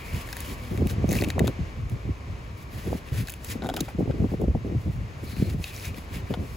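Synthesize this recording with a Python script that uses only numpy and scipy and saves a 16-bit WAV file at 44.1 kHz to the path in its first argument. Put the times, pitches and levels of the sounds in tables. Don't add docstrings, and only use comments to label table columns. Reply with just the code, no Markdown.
import sys
import numpy as np
from scipy import signal
from scipy.fft import rfft, irfft, next_fast_len
from scipy.io import wavfile
from scipy.ndimage import uniform_filter1d, map_coordinates

SR = 44100
rng = np.random.default_rng(int(sys.argv[2]) if len(sys.argv) > 2 else 0)


def put_to_file(sound):
    columns = np.atleast_2d(sound).T
    safe = np.clip(columns, -1, 1)
    whole_steps = np.round(safe * 32767)
    wavfile.write(sys.argv[1], SR, whole_steps.astype(np.int16))


N = 289560


def amp(db):
    return 10 ** (np.asarray(db) / 20)


def unit(x):
    return x / np.sqrt(np.mean(x ** 2) + 1e-20)


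def curve(points):
    times, values = np.transpose(points)
    return np.interp(np.arange(N) / SR, times, values)


def wobble(rate):
    values = rng.standard_normal(int(N * rate / SR) + 4)
    return map_coordinates(values, [np.arange(N) * rate / SR])


def filtered(x, response):
    size = next_fast_len(x.shape[-1] + 8192)
    return irfft(rfft(x, size) * response(np.fft.rfftfreq(size, 1 / SR)), size)[..., :x.shape[-1]]


def noise(spectrum, lumps_db):
    freqs, db = np.transpose(spectrum)
    pair = amp(lumps_db) * rng.standard_normal((2, N))
    return unit(filtered(pair, lambda hz: amp(np.interp(np.log(hz + 1), np.log(freqs + 1), db))))


def even(pair, over_s):
    power = np.abs(uniform_filter1d((pair ** 2).mean(axis=0), size=round(over_s * SR)))
    return unit(pair / np.sqrt(power + .05))


def resonance(centre_hz, width_hz, f):
    return 1j * f * width_hz / (centre_hz ** 2 - f * f + 1j * f * width_hz)


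def modes(table, f):
    return sum((-1) ** k * amp(db) * resonance(hz, width, f) for k, (hz, width, db) in enumerate(table))


def swells(start, hold, db, rise_db, fall_db, rest_db, swell_db=0):
    t = np.arange(0, N + 64, 64)[:, None] / SR
    before = (start - t).clip(0) / .01
    after = (t - start - hold).clip(0) / .01
    level_db = db + swell_db * np.clip((t - start) / hold, 0, 1) - rise_db * before - fall_db * after
    power = np.interp(np.arange(N) / SR, t[:, 0], (amp(level_db) ** 2).sum(axis=1))
    return np.sqrt(power + amp(rest_db) ** 2)


def add(track, start, sound):
    at = round(start * SR)
    track[:, at:at + sound.shape[1]] += sound[:, :max(N - at, 0)]


def ports(pair, air):
    # frequency in Hz, left over right in dB, then the right's lead in
    hearing = [(60, 0, 0, .95, 0, .94), (250, .5, -.2, .95, -.2, .88), (500, 2.5, -.4, .9, -.4, .5),
               (900, 2, -.4, .8, .8, .15), (1500, 1.5, -.6, .7, 3.5, .3), (2400, 2.5, -.6, .95, 5.7, .7),
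               (3300, 3, -.5, .7, 5.8, .4), (4300, 3, -.4, .85, 5.9, .6), (5600, 3, .1, .3, 6.3, .2),
               (6700, 0, 0, .99, 6.3, .99), (15500, 0, 12.5, .99, 18.8, .99)]
    freqs, tilt_db, *ways = np.transpose(hearing)
    lead, alike = ways[2:] if air else ways[:2]
    side = np.array([[-1], [1]])

    def blend(hz):
        angle = np.arccos(np.clip(np.interp(hz, freqs, alike), 0, 1)) / 2
        return np.array([np.cos(angle), np.sin(angle)])

    def place(hz):
        phase_shift = np.exp(side * .5j * np.interp(hz, freqs, lead))
        return phase_shift * amp(-side * np.interp(hz, freqs, tilt_db) / 2)

    shared, different = filtered(pair, blend)
    return filtered(np.array([shared + different, shared - different]), place)


def street():
    # frequency in Hz, relative level in dB.
    colour = [(30, 22.5), (70, 23.5), (200, 10.5), (600, 5.5), (850, 1), (1100, 4), (1500, -1.5),
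              (1900, 0.5), (2300, -1), (2800, -4.5), (3300, -9), (6500, -15), (15500, -34.5)]
    # time in seconds, level in dB.
    loudness = [(0, -36), (1.3, -36), (1.8, -39), (3.1, -40), (3.7, -38.5), (4.2, -41), (6.57, -39.5)]
    # pitch in Hz, width in Hz, relative level in dB.
    bands = [(950, 40, 0), (1120, 60, 0), (2300, 160, 1)]
    # time in seconds, gain in dB.
    band_fade = [(0, 0), (2.6, -1.5), (3.2, -10), (6.57, -9)]
    wash = noise(colour, 1.27 * wobble(6))
    rings = filtered(noise(colour, 2.5 * wobble(9)), lambda f: modes(bands, f))
    return amp(curve(loudness)) * (wash + amp(curve(band_fade)) * rings)


def street_tones():
    # start and end in seconds, first and last pitch in Hz, level in dB.
    tones = [(.55, .74, 245, 235, -47), (.3, .46, 942, 938, -56), (.61, .7, 500, 495, -52)]
    out, t = np.zeros(N), np.arange(N) / SR
    for start, end, start_hz, end_hz, db in tones:
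        progress = np.clip((t - start) / (end - start), 0, 1)
        hz = (start_hz + (end_hz - start_hz) * progress) * (1 + .006 * wobble(12))
        arch = np.sqrt(2 * np.abs(np.sin(np.pi * progress)))
        out += amp(db + 2 * wobble(16.7)) * arch * np.sin(2 * np.pi * np.cumsum(hz) / SR)
    return out


def wind_and_clatter_body():
    # start and hold in seconds, rumble in dB, flutter in dB relative to the rumble.
    surges = [(0.126, 0.049, -29.5, -13), (0.483, 0.043, -39, -0.5), (0.717, 0.04, -31.5, -1.5),
              (0.779, 0.085, -25.5, -4), (0.904, 0.035, -30.5, -2.5), (0.965, 0.089, -28.5, -5),
              (1.082, 0.089, -28, 0.5), (1.203, 0.087, -33, 4), (1.359, 0.14, -28.5, -1),
              (1.607, 0.023, -22.5, -41), (1.774, 0.099, -30, -36), (1.908, 0.056, -27.5, -13.5),
              (2.052, 0.065, -27, -16), (2.272, 0.078, -34, -29), (2.736, 0.063, -36, -8),
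              (2.856, 0.1, -31.5, 0), (3.118, 0.12, -26.5, -16), (3.493, 0.11, -39.5, -1.5),
              (3.622, 0.095, -44.5, 11.5), (3.739, 0.053, -46, 10.5), (3.808, 0.023, -48, 14.5),
              (3.987, 0.04, -28.5, 3.5), (4.076, 0.035, -23.5, -6), (4.142, 0.054, -33, -0.5),
              (4.2, .06, -24, -4.5), (4.321, 0.028, -33.5, 3), (4.401, 0.048, -30, 3.5),
              (4.481, 0.031, -20.5, -17), (4.55, 0.03, -25, -15), (4.647, 0.11, -40.5, 7),
              (4.754, 0.032, -24, -28), (4.861, 0.046, -23.5, -11), (4.941, 0.11, -28.5, -33),
              (5.224, 0.2, -38.5, -11.5), (5.385, 0.11, -26.5, -10), (5.498, 0.12, -30, -11.5),
              (5.874, 0.043, -30.5, -19), (5.938, 0.033, -40, -1.5), (6.112, 0.14, -35, -10.5),
              (6.304, 0.025, -31.5, 1.5), (6.391, 0.058, -31, -6)]
    # time in seconds, rumble in dB.
    breeze = [(0, -48), (.35, -49), (.65, -39), (1.2, -29.5), (1.7, -43), (2.5, -41.5), (3.03, -46.5),
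              (3.6, -47), (4.3, -32.5), (5.1, -40), (5.7, -46.5), (6.05, -53), (6.57, -37.5)]
    # frequency in Hz, relative level in dB.
    rumble_colour = [(20, -55), (33, -32), (45, -2.5), (65, 3.5), (110, 2.5), (170, -10), (300, -23),
                     (600, -73)]
    flutter_colour = [(80, -20.5), (170, 2), (260, -2), (400, -4.5), (600, -15.5), (850, -24), (1200, -54)]
    start, hold, rumble_db, flutter_db = np.transpose(surges)
    breeze_db = curve(breeze)
    slopes = dict(rise_db=22.5, fall_db=10)
    rumble_gain = swells(start, hold, rumble_db, rest_db=breeze_db, **slopes)
    flutter_gain = swells(start, hold, rumble_db + flutter_db, rest_db=breeze_db - 15.5, **slopes)
    rumble = even(noise(rumble_colour, 2.5 * wobble(25)), over_s=.045)
    flutter = even(noise(flutter_colour, 4 * wobble(50)), over_s=.035)
    return rumble_gain * rumble + flutter_gain * flutter


def eddies():
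    # start in seconds, level in dB, sweep in Hz (the pitch starts about 1.5 sweeps
    # above floor_hz), relative level of the bright front in dB.
    puffs = [(0.137, -16, 60, -30), (0.16, -18, 45, -30), (0.709, -17, 148, -25), (0.796, -18, 236, -22),
             (0.819, -9, 300, -21), (0.857, -11.5, 195, -27), (0.917, -33, 160, -18), (1.041, -7, 214, -13),
             (1.089, -10, 172, -16), (1.222, -32, 143, -18), (1.235, -24, 145, -6), (1.378, -18, 144, -5),
             (1.404, -23, 192, 8), (1.413, -4, 147, -14), (1.445, -14, 168, -17), (1.589, -16.5, 159, -34),
             (1.604, -12, 40.4, -34), (1.916, -21, 162, -15), (2.09, -16.5, 242, -21), (2.3, -20, 50, -28),
             (2.87, -31, 217, -24), (2.925, -26, 312, -20), (2.949, -23, 206, -23),
             (3.199, -17, 155.1, -29), (3.554, -17.5, 236, -15), (3.806, -13, 265, -25),
             (3.947, -18.5, 161, -29), (3.989, -20, 228, -20), (4.004, -18, 206, -11),
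             (4.025, -12, 170, -22), (4.055, -25.5, 510, -16), (4.074, -17, 203, -15),
             (4.097, -22.5, 380, -3), (4.142, -23, 382, -21), (4.203, -22, 293, -15), (4.221, -7, 139, -32),
             (4.241, -10, 190.3, -17), (4.316, -21, 165, -8), (4.337, -25, 217, 2.5),
             (4.417, -14.5, 334, -19), (4.439, -12.5, 188, -11), (4.479, -14, 149, -30),
             (4.55, -16, 240, -5), (4.646, -21, 183, -11), (4.72, -21, 209, -23), (4.747, -15, 181, -21),
             (5.232, -21.5, 294, -22), (5.331, -21.5, 156, -24), (5.367, -20, 179, -27),
             (5.398, -14, 149, -32), (5.422, -6.5, 146.5, -39), (5.543, -14.5, 142, -23),
             (5.597, -33, 143, -17), (5.979, -22.5, 198, -14), (6.159, -22.5, 198, -22),
             (6.306, -16, 211, -7.5), (6.371, -16.5, 159, -18), (6.403, -16, 136, -19)]
    life_s, floor_hz, front_hz = 0.0273, 70, 420
    out, t = np.zeros((2, N)), np.arange(SR // 8) / SR
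    for start, db, sweep_hz, front_db in puffs:
        phase = rng.random((2, 1))
        cycles = floor_hz * t + sweep_hz * life_s * 0.561 * (1 - np.exp(-t / (life_s * 0.376)))
        shape = amp(-26 * t / life_s) * (1 - np.exp(-t / 0.0046))
        puff = shape * np.sin(2 * np.pi * (cycles + phase))
        front_cycles = front_hz * t + 2.12 * (1 - np.exp(-t / 0.0036))
        front_shape = amp(front_db - 60 * t / 0.044) * (1 - np.exp(-t / 0.0022))
        front = front_shape * np.sin(2 * np.pi * (front_cycles + phase))
        add(out, start, amp(db) * (puff + front))
    return out


def wind_pops():
    # start in seconds, level in dB, width in milliseconds.
    pops = [(0.784, -31, 0.44), (0.819, -23, 0.9), (0.857, -27, 0.67), (1.042, -13.5, 0.91),
            (1.089, -24, 0.8), (1.119, -15, 0.77), (1.223, -13, 0.79), (1.381, -14, 0.45),
            (1.405, -11, 0.92), (1.442, -12.5, 0.89), (2.929, -13.5, 0.6), (3.557, -25.5, 0.78),
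            (3.987, -40, 0.88), (4.006, -21.5, 0.69), (4.056, -23, 1), (4.076, -24, 0.66),
            (4.097, -23.5, 0.59), (4.104, -20, 0.8), (4.144, -34, 0.74), (4.2, -25, 0.78),
            (4.225, -31, 0.71), (4.242, -19, 0.62), (4.316, -33, 0.7), (4.417, -20, 0.63), (4.481, -14, 1),
            (4.549, -21, 0.59), (4.647, -26, 0.64), (4.721, -27, 0.93), (5.396, -41, 0.99),
            (5.423, -17.5, 1), (6.305, -19.5, 0.88)]
    unlike = 0.7
    out, t = np.zeros((2, N)), np.arange(SR // 50) / SR
    for start, db, width_ms in pops:
        signs = np.sign(rng.standard_normal(2))
        from_peak = t / (width_ms / 1000) - 2.5
        swing = (1 - 2 * from_peak ** 2) * np.exp(-from_peak ** 2)
        add(out, start, amp(db) * np.outer(signs * [1, unlike], swing))
    return out


def slit():
    # start and hold in seconds, pitch in Hz, level in dB.
    openings = [(0.023, 0.13, 2320, -48), (0.13, 0.12, 2750, -52), (0.289, .12, 2580, -66),
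                (0.449, 0.08, 2970, -51), (1.11, 0.027, 6200, -45), (1.116, .04, 2070, -48),
                (1.167, 0.043, 2480, -41), (1.214, 0.036, 2500, -49), (1.27, 0.11, 2450, -56),
                (3.156, 0.06, 2303, -62), (3.502, 0.046, 2350, -48.5), (5.274, 0.069, 2260, -56),
                (5.274, 0.21, 4250, -54.5), (5.37, 0.15, 2310, -56), (5.655, 0.057, 3700, -51),
                (5.842, 0.03, 3870, -51), (6.296, .04, 2700, -61), (5.656, 0.061, 2560, -49),
                (5.722, 0.09, 2450, -51), (5.842, 0.068, 2430, -46.5)]
    out, fade_s = np.zeros((2, N)), .02
    for start, hold, hz, db in openings:
        t = np.arange(round((hold + 0.028) * SR)) / SR
        shape = np.clip(np.minimum(t, t[-1] - t) / fade_s, 0, 1)
        ring = filtered(rng.standard_normal((2, len(t))), lambda f: resonance(hz, .2 * hz, f) ** 2)
        add(out, start - fade_s, amp(db) * shape * unit(ring))
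    return out


def hit(hz, treble_db, hollow_db, skin, fade_s):
    # pitch in Hz, width in Hz, relative level in dB.
    shell = [(466, 100, -1), (750, 165, 3), (1240, 99, -8), (1443, 79, -0.5)]
    t = np.arange(SR // 16) / SR
    spray = rng.standard_normal((2, len(t))) * (1 - np.exp(-t / 0.00045)) * amp(-60 * t / fade_s)
    blow = 11 * np.outer([1, .3], np.arange(len(t)) == SR // 1500)
    burst = spray + blow
    ring = filtered(burst, lambda f: resonance(hz, 0.31 * hz, f) ** 2 + modes(skin, f))
    hollow = filtered(burst, lambda f: modes(shell, f))
    snap = filtered(spray + blow / 2, lambda f: resonance(10500, 14000, f) ** 2)
    return amp(5.5) * ring + amp(hollow_db + 9) * hollow + amp(treble_db + 14.5) * snap


def knocks():
    # start in seconds, level in dB, pitch in Hz, treble and hollow gains in dB.
    landings = [(1.4772, -33, 3600, -25, 3), (3.621, -34, 3640, -42, 6), (3.629, -46, 2400, -30, 14.5),
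                (3.6374, -43.5, 2200, -15, 15.5), (3.645, -37.5, 1400, -25, 11),
                (3.66, -38.5, 4000, -26, 11.5), (3.668, -42, 3870, -12, 12), (3.689, -26, 3270, -24, 3),
                (3.6983, -32, 3650, -23, 10.5), (3.713, -48, 3500, -22, 12), (3.652, -37, 1400, -25, 4),
                (3.748, -44, 2300, -25, 6), (3.778, -44, 3000, -26, 14), (3.893, -46, 2450, -30, -9),
                (3.905, -46, 2450, -30, 1), (3.858, -44, 3600, -30, -5), (3.773, -36, 1500, -25, 7),
                (3.739, -30.5, 3700, -17, 5), (3.764, -27.5, 3780, -13, -3), (3.7678, -26, 3070, -21, 1),
                (3.789, -29, 1300, -37, -9), (3.7645, -32, 5400, -18, -2), (3.7395, -38, 5200, -20, -7),
                (3.882, -42.5, 3700, -26, 12), (3.887, -36.5, 2400, -23, 5), (4.11, -29.5, 1430, -43, -17),
                (4.414, -52.5, 3600, -3.5, 7), (6.3388, -27, 3370, -30, 4), (6.343, -41, 3450, -28, 9)]
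    # pitch in Hz, width in Hz, relative level in dB.
    piece_skin = [(2450, 70, -7), (3220, 170, -7), (3740, 56, -6.5), (4940, 260, -17)]
    out = np.zeros((2, N))
    for start, db, hz, treble_db, hollow_db in landings:
        add(out, start, amp(db) * hit(hz, treble_db, hollow_db, piece_skin, fade_s=0.037))
    return out


def cracks():
    # start in seconds, level in dB,
    # pitch in Hz, treble gain in dB.
    breaks = [(.2738, -35, 1920, -15), (0.2882, -32, 1900, -20), (0.3275, -29, 5300, -16),
              (0.3284, -23.5, 1740, -21), (.367, -25.5, 1800, -16.5), (0.404, -32.5, 2220, -7.5),
              (0.775, -29, 2260, -21), (0.8707, -31.5, 2660, -10), (0.898, -34, 3920, -24),
              (1.091, -29, 6500, -15), (1.1093, -26, 2270, -14), (1.116, -26.5, 6350, -18),
              (1.1283, -25, 1930, -11.5), (1.135, -23.5, 2010, -27), (1.153, -22.5, 2040, -25),
              (1.1674, -31, 2570, -11), (1.187, -25.5, 2560, -25), (1.212, -28, 4400, -20),
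              (1.221, -22, 2050, -20), (1.238, -23, 2390, -19), (1.2445, -20.5, 2440, -24),
              (1.286, -34, 2660, -13), (1.302, -17.5, 2030, -25), (1.3023, -27.5, 4100, -27),
              (1.3929, -16, 1920, -20), (1.3932, -34, 3770, -19), (1.4724, -27.5, 3500, -14),
              (1.4771, -17.5, 1110, -24), (1.4915, -41, 1500, -25), (1.8965, -39, 2200, -13),
              (3.086, -38, 2640, -27), (3.272, -33.5, 4300, -14), (3.284, -25.5, 1790, -19),
              (3.296, -31.5, 2750, -11), (3.3007, -40.5, 2730, -0.5), (3.3204, -48, 2460, 1),
              (3.338, -33, 2750, -13.5), (3.446, -35.5, 2690, -6), (3.502, -41, 2320, -3),
              (3.796, -35, 3700, -25), (3.805, -19, 6440, -23), (3.8068, -22, 3960, -12.5),
              (5.3655, -32, 2120, -32), (5.499, -36.5, 4200, -17), (5.626, -42, 2380, -24),
              (5.641, -24.5, 2580, -32), (5.6413, -29.5, 4140, -23), (5.7633, -32.5, 5700, -24),
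              (5.778, -35, 2000, -22), (5.797, -35, 5300, -24), (5.807, -36, 2450, -25),
              (5.853, -32, 6200, -15), (5.944, -36.5, 2580, -24)]
    # pitch in Hz, width in Hz, relative level in dB.
    hard_skin = [(2560, 92, -2.5), (3700, 130, -8), (4300, 280, -9.5), (6200, 1240, -15)]
    out = np.zeros((2, N))
    for start, db, hz, treble_db in breaks:
        add(out, start, amp(db) * hit(hz, treble_db, hollow_db=-15, skin=hard_skin, fade_s=0.02))
    return out


def bursting_cells(per_second, spread_db):
    spikes = (rng.random(N) < per_second / SR) * amp(spread_db * rng.exponential(size=N))
    tail = amp(-60 * np.arange(SR // 100) / SR / 0.0024)
    return 20 * np.log10(1 + signal.fftconvolve(spikes, tail)[:N].clip(0))


def blade():
    # start and hold in seconds, hiss in dB, crunch in dB,
    # change in level over the hold in dB.
    strokes = [(0, 0.035, -64, -46.5, -5.5), (0.058, 0.051, -50, -49.5, 0), (0.155, 0.06, -45.5, -43, 1.5),
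               (0.264, 0.16, -51, -49.5, 3), (0.461, 0.076, -43.5, -48.5, -2), (0.578, 0.22, -54.5, -51, 1),
               (0.871, 0.038, -51.5, -52.5, 11.5), (1.123, 0.093, -37, -42, -3),
               (1.258, 0.047, -56, -55, 7.5), (1.452, 0.027, -67, -48, 11), (1.908, 0.017, -65, -70, 9),
               (2.588, 0.045, -58.5, -61, 3.5), (2.73, 0.25, -53, -52.5, 2.5), (3.066, 0.033, -72, -50, -1),
               (3.149, 0.066, -44.5, -41.5, 1.5), (3.283, 0.071, -48, -43.5, -9),
               (3.442, 0.079, -48.5, -52.5, 12), (3.652, 0.078, -64, -66, -4),
               (3.771, 0.13, -53.5, -50, -1.5), (4.306, 0.035, -56, -55, -4), (4.804, .04, -59, -59, 0),
               (4.932, 0.026, -56.5, -60, -5), (5.243, 0.096, -50, -51, -1), (5.388, 0.15, -47, -45, -6.5),
               (5.628, 0.081, -45, -45, -1.5), (5.75, 0.075, -45, -50, -1.5),
               (5.852, 0.029, -41.5, -42.5, -0.5), (5.969, 0.095, -51, -49.5, -13.5),
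               (6.143, 0.059, -49, -42.5, -9), (6.29, 0.039, -77, -52.5, 8), (6.407, 0.17, -58.5, -72, 8)]
    # frequency in Hz, relative level in dB.
    hiss_colour = [(1500, -21), (4000, 7.5), (6500, 5.5), (12000, 7), (15500, 4.5)]
    crunch_colour = [(600, -13), (1300, -1.5), (1800, 5.5), (2100, 3.5), (2450, 2.5), (2900, 0.5),
                     (3400, 0), (3900, -5), (4500, -6.5), (5000, -4), (5600, -11), (6200, -10),
                     (8000, -8.5)]
    start, hold, hiss_db, crunch_db, swell_db = np.transpose(strokes)
    push = dict(rise_db=3.5, fall_db=5, swell_db=swell_db)
    hiss_gain = swells(start, hold, hiss_db, rest_db=-66.5, **push)
    crunch_gain = swells(start, hold, crunch_db, rest_db=-72.5, **push)
    cells_db = bursting_cells(per_second=260, spread_db=1.5) + 2.33 * wobble(60)
    hiss = noise(hiss_colour, 0.43 * cells_db)
    crunch = noise(crunch_colour, cells_db + 1.3 * wobble(40))
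    return hiss_gain * hiss + crunch_gain * crunch


def scene():
    cutting = blade() + cracks() + knocks() + slit()
    outdoors = wind_and_clatter_body() + eddies() + wind_pops() + street()
    return ports(cutting, air=False) + ports(outdoors, air=True) + street_tones()


def record(dry):
    bass_hz, top_hz = 39.5, 15800
    return filtered(dry, lambda hz: (hz < top_hz) / np.sqrt(1 + (bass_hz / (hz + 1)) ** 8))


dry = scene()
out = record(dry)
put_to_file(out)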